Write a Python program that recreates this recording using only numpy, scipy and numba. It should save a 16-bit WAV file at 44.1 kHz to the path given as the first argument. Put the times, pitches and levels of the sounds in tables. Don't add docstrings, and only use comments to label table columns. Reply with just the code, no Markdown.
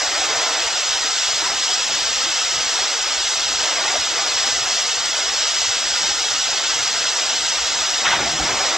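import sys
import numpy as np
from scipy import signal
from scipy.fft import rfft, irfft
from scipy.io import wavfile
from scipy.ndimage import uniform_filter1d
from numba import njit

SR = 44100
rng = np.random.default_rng(int(sys.argv[2]) if len(sys.argv) > 2 else 0)


def wrap_up_sound(samples):
    columns = np.atleast_2d(samples).T
    tamed = np.clip(columns, -1, 1)
    steps = np.round(tamed * 32767).astype(np.int16)
    wavfile.write(sys.argv[1], SR, steps)


def rack_gain(trim_db):
    fader = np.asarray(trim_db, float)
    return 10 ** (fader / 20)


N = 387149

HZ = np.maximum(np.fft.rfftfreq(N, 1 / SR), 1)
CUTOFF_HZ = 8265


def rms_one(x):
    return x / np.sqrt(np.mean(x ** 2) + 1e-20)


def at_hz(points, hz):
    table_hz, value = np.array(points)[:, 0], np.array(points)[:, 1]
    return np.interp(np.log(hz), np.log(table_hz), value)


def coloured(x, gain_db):
    return irfft(rfft(x) * rack_gain(gain_db), N)


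def drift(rate):
    r = np.exp(-80 * np.pi * rate / SR)
    slow = signal.lfilter([1], [1, -2 * r, r * r], rng.standard_normal(N // 40 + 2002))[2000:]
    limited = 2.5 * np.tanh(rms_one(slow) / 2.2)
    return np.interp(np.arange(N) / 40, np.arange(len(slow)), limited)


def swells(rows, attack_s, release_s):
    t = np.arange(N) / SR
    shapes = []
    for s, db, hold in rows:
        rising = (t - s) / attack_s + 1
        falling = 1 - (t - s - hold) / release_s
        shapes.append(db * np.clip(np.minimum(rising, falling), 0, 1))
    return np.max(shapes, axis=0)


@njit
def rings(n, start, step, decay, size, rise):
    out = np.zeros(n)
    for k in range(len(start)):
        phase, height, w = 0., size[k], step[k]
        for i in range(start[k], min(n, start[k] + int(5 / decay[k]))):
            out[i] += height * np.sin(phase) * min(1., phase / 9)
            phase += w
            w *= 1 + rise * decay[k]
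            height *= 1 - decay[k]
    return out


def bubbles(low_hz, high_hz, cycles, spread_db, rise, count):
    draw = rng.random((count, 3))
    start = (draw[:, 0] * N).astype(np.int64)
    hz = low_hz + (high_hz - low_hz) * draw[:, 1]
    decay = np.log(1000) * hz / (cycles * SR)
    size = rack_gain(-spread_db * np.log(1 - .995 * draw[:, 2])) * np.sqrt(decay)
    return rms_one(rings(N, start, 2 * np.pi * hz / SR, decay, size, rise))


def foam(low_hz, high_hz, shared_db, own_db, own_rate):
    white = rfft(rng.standard_normal(N))
    together = drift(8.3)
    out = 0
    for octave in np.arange(np.log2(low_hz), np.log2(high_hz), 1 / 3):
        strip = np.cos(np.clip((np.log2(HZ) - octave) * 3, -1, 1) * np.pi / 2) ** 2
        flicker_db = shared_db * together + own_db * drift(own_rate)
        out = out + irfft(white * strip, N) * rack_gain(flicker_db)
    return rms_one(out)


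def frames(x):
    return signal.stft(x, nperseg=2048, noverlap=1536)[2]


def unframe(z):
    return signal.istft(z, nperseg=2048, noverlap=1536)[1][..., :N]


def nearby(power):
    over_pitch = uniform_filter1d(power, size=12, axis=0)
    return uniform_filter1d(over_pitch, size=8, axis=1).clip(1e-16)


def blocks(shape, tall, wide):
    draws = rng.random((shape[0] // tall + 1, shape[1] // wide + 1))
    return np.kron(draws, np.ones((tall, wide)))[:shape[0], :shape[1]]


def spray(level_db):
    # [f/Hz, level/dB per Hz]
    spray_colour = [(530, -37), (900, -9.5), (1060, -14), (1270, -4.5), (1870, -8), (2030, -6.5),
                    (2350, -5), (2930, -3), (3580, -1.5), (4420, -2.5), (5510, 0.5), (7450, -6.5),
                    (8020, -8.5), (10400, -15), (17600, -120)]
    fizz = bubbles(890, 8413, cycles=56.0, spread_db=1.5, rise=0.0099, count=30000)
    hiss = foam(773, 9000, shared_db=.5, own_db=.5, own_rate=3.7)
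    mixed = hiss + rack_gain(-6.0) * fizz
    return rack_gain(level_db + 1.74) * rms_one(coloured(mixed, at_hz(spray_colour, HZ)))


def churn(level_db):
    # [f/Hz, level/dB per Hz]
    churn_colour = [(120, -54.5), (200, -24.5), (297, -11), (482, -6), (757, 0.5), (852, -1.5), (1540, -5),
                    (1750, -5.5), (1900, -3.5), (2600, 0), (3380, -43), (5720, -120)]
    gurgle = bubbles(200, 2600, cycles=45., spread_db=2.2, rise=.012, count=6000)
    hiss = foam(180, 2800, shared_db=.3, own_db=.5, own_rate=6.)
    mixed = hiss + rack_gain(-9.0) * gurgle
    return rack_gain(level_db + 1.2) * rms_one(coloured(mixed, at_hz(churn_colour, HZ)))


def slosh(level_db):
    # [f/Hz, level/dB per Hz]
    slosh_colour = [(18, -34), (30, -9), (53, 4), (103, -1.5), (163, 1), (220, 1.5), (295, 3), (400, 1),
                    (520, -9), (880, -120)]
    heave = foam(30, 450, shared_db=.4, own_db=.8, own_rate=6.)
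    return rack_gain(level_db - 5.0) * rms_one(coloured(heave, at_hz(slosh_colour, HZ)))


def rumble():
    # [f/Hz, level/dB per Hz]
    rumble_colour = [(12, -40), (20, -7), (54, -3.5), (67, -1), (86, -6.5), (130, -1.5), (170, -37),
                     (290, -120)]
    air = foam(21.2, 150, shared_db=-0.5, own_db=4.5, own_rate=7.4)
    return rack_gain(-54.5) * rms_one(coloured(air, at_hz(rumble_colour, HZ)))


def pump():
    # [f/Hz, level/dB rms]
    motor_tones = [(59.5, -62.5), (300, -75), (360, -72), (480, -52)]
    t = np.arange(N) / SR
    hum = 0
    for hz, db in motor_tones:
        tone = np.sin(2 * np.pi * (hz * t + rng.random()))
        hum = hum + rack_gain(db + 1.0) * (0.57 + drift(8.7)) * tone
    return hum


def gloops():
    # [t/s, peak level/dB, f/Hz, 60 dB decay/s]
    pockets = [(0.048, -25, 715, 0.041), (0.217, -26, 747, 0.16), (0.359, -20.5, 684, 0.071),
               (1.289, -28, 690, 0.08), (1.422, -21.5, 930, 0.062), (1.463, -19.5, 995, 0.061),
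               (1.692, -24, 724, 0.1), (3.781, -21, 648, 0.08), (3.953, -14, 704, 0.032),
               (8.046, -21, 900, 0.045), (8.13, -20, 957, 0.067), (8.189, -20, 710, 0.045),
               (8.263, -21, 680, 0.077), (8.399, -21.5, 754, 0.11)]
    # [t/s, peak level/dB, f/Hz, 60 dB decay/s]
    deep_pockets = [
        (3.941, -22, 590, 0.073),
        (3.955, -20, 630, 0.098),
    ]
    s, peak_db, hz, t60 = np.transpose(list(pockets) + list(deep_pockets))
    decay = np.log(1000) / (np.clip(t60, .02, .3) * SR)
    return rings(N, (s * SR).astype(np.int64), 2 * np.pi * hz / SR, decay, rack_gain(peak_db + .8), .012)


def plunge():
    # [t/s, level/dB]
    crash = [
        (8.03, -51),
        (8.05, -21),
        (8.10, -23),
        (8.138, -19),
        (8.18, -27),
        (8.26, -50),
    ]
    s, level_db = np.transpose(crash)
    level = rack_gain(np.interp(np.arange(N) / SR, s, level_db, left=-120, right=-120))
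    return level * foam(720, 4000, shared_db=3.5, own_db=-1.5, own_rate=25.)


def paving_echoes(x):
    # [f/Hz, width/Hz, level/dB]
    echo_dips = [(993, 180, -1), (2354, 223, -5), (4300, 580, -0.5)]
    dips_db = sum(db * np.exp(-((HZ - hz) / width) ** 2 * 2) for hz, width, db in echo_dips)
    return coloured(x, dips_db)


def yard_echoes(x):
    z = frames(x)
    scattered = unframe(z * np.exp(2j * np.pi * rng.random(z.shape)))
    return rms_one(scattered) * np.std(x)


def ports(direct, diffuse):
    # [f/Hz, likeness from 0 to 1]
    likeness = [(60, 0.91), (300, 0.94), (900, 0.98), (2000, 0.99), (4000, 0.89), (6000, 0.99),
                (8100, 0.59), (10500, 1), (13000, .1)]
    alike = np.clip(at_hz(likeness, HZ), 0, 1)
    half_lag = np.exp(1j * np.pi * HZ * 2.0e-5)
    mid = rfft(direct) * np.sqrt((1 + alike) / 2)
    side = rfft(diffuse) * np.sqrt((1 - alike) / 2)
    return np.array([irfft((mid + side) / half_lag, N), irfft((mid - side) * half_lag, N)])


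def speckled_hiss():
    # [f/Hz, level/dB per Hz]
    hiss_colour = [(8300, -11), (9000, 3.5), (10000, 1), (11900, -0.5), (12200, 0.5), (15000, -0.5),
                   (15600, -8)]
    # [f/Hz, share of bands kept, share of cells kept]
    speckle = [(8300, .03, .3), (9400, .14, .3), (9700, .7, .18), (11000, 1, .24), (12000, 1, .24),
               (12300, 1, .08), (15000, 1, .08), (15200, .05, .1)]
    noise = rng.standard_normal(N)
    z = frames(coloured(noise, at_hz(hiss_colour, HZ) - 90 * (HZ < CUTOFF_HZ)))
    hz = np.arange(len(z)) * SR / 2048
    table_hz, bands, cells = np.transpose(speckle)
    kept = blocks(z.shape, 16, 3) < np.interp(hz, table_hz, bands)[:, None]
    kept &= blocks(z.shape, 2, 3) < np.interp(hz, table_hz, cells)[:, None]
    return rack_gain(-52) * rms_one(unframe(z * kept))


def camera_storage(x, sharpen, starved_db):
    z = frames(x)
    power = np.abs(z.sum(axis=0)) ** 2
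    starved = rack_gain(starved_db * (blocks(power.shape, 4, 4) < .05))
    contrast = (power / nearby(power)) ** sharpen
    stored = unframe(z * starved * contrast)
    return coloured(stored, -60 * np.clip((HZ - CUTOFF_HZ) / 200, 0, 1.5))


def side_dropouts(x):
    # [f/Hz, level/dB relative to the middle]
    side_kept = [(100, -18.5), (600, -19), (1200, -14), (2000, -13.5), (3000, -15.5), (8200, -17),
                 (8400, 9), (10600, 6), (12000, -3)]
    mid, side = frames(x[0] + x[1]), frames(x[0] - x[1])
    side_power = uniform_filter1d(np.abs(side) ** 2, size=6, axis=0)
    band = side_power[::6, ::2] / nearby(np.abs(mid) ** 2)[::6, ::2]
    band = np.repeat(np.repeat(band, 6, axis=0), 2, axis=1)[:len(mid), :mid.shape[1]]
    least = rack_gain(2 * at_hz(side_kept, np.arange(1, len(mid) + 1) * SR / 2048))
    lost = unframe(side * (band < least[:, None])) / 2
    return x - lost * [[1], [-1]]


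def scene():
    # [t/s, churn rise/dB, hold/s]
    stirs = [(0.01, 4.5, 0.23), (0.3, 6.5, 0.17), (0.56, 3, .05), (1.44, 4, .04), (2.76, 2.5, 0.076),
             (3.62, 3.5, .05), (3.78, 6.5, 0.069), (3.87, 6, 0.023), (4.18, 4.5, 0.026), (4.44, 3, 0.036),
             (5.16, 2, 0.062), (6.53, 1.5, 0.045), (7.18, 3, 0.017), (8.0, 3.5, .03), (8.07, 6., 0.091),
             (8.2, 7., .03), (8.3, 3.5, 0.12), (8.44, 6.5, .1), (8.56, 7.5, .3)]
    # [t/s, slosh rise/dB, hold/s]
    heaves = [(1.03, 1, .02), (1.42, 9, 0.048), (1.93, 9., 0.037), (2.57, 7., .03), (3.53, 7, .01),
              (3.99, 11, .02), (4.18, 5, .03), (4.52, 5, .02), (4.72, 10, .03), (6.03, 7, .03),
              (6.53, 4, .02), (7.07, 5, .03), (7.75, 7, .05), (8.12, 19.5, .16), (8.32, 18.5, .06),
              (8.41, 25, .04), (8.5, 18.5, 0.048)]
    # [t/s, spray loss/dB, hold/s]
    spray_gap = (8.18, 1.7, 0.15)
    stir_db = swells(stirs, attack_s=0.064, release_s=0.14)
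    gap_db = swells([spray_gap], attack_s=0.064, release_s=0.14)
    heave_db = swells(heaves, attack_s=0.11, release_s=.1)

    spray_db = -22 - 0.096 * stir_db - gap_db + .35 * drift(5.1)
    churn_db = -32 + stir_db + 0.67 * drift(5.1)
    calm = np.clip(1 - heave_db / 20, .2, 1)
    slosh_db = -49.5 + heave_db + 3. * calm * drift(5.)

    water = spray(spray_db) + churn(churn_db) + slosh(slosh_db) + gloops() + plunge()
    pool = paving_echoes(water + rumble()) + pump()
    return ports(pool, yard_echoes(pool))


def roll_off(x):
    return signal.sosfilt(signal.butter(12, 15700, fs=SR, output="sos"), x)


def record(dry):
    rounded = .5 * np.tanh(dry / .5)
    stored = camera_storage(rounded, sharpen=0.19, starved_db=-11.0)
    hiss = ports(speckled_hiss(), speckled_hiss())
    return roll_off(side_dropouts(stored + hiss))


dry = scene()
out = record(dry)
wrap_up_sound(out)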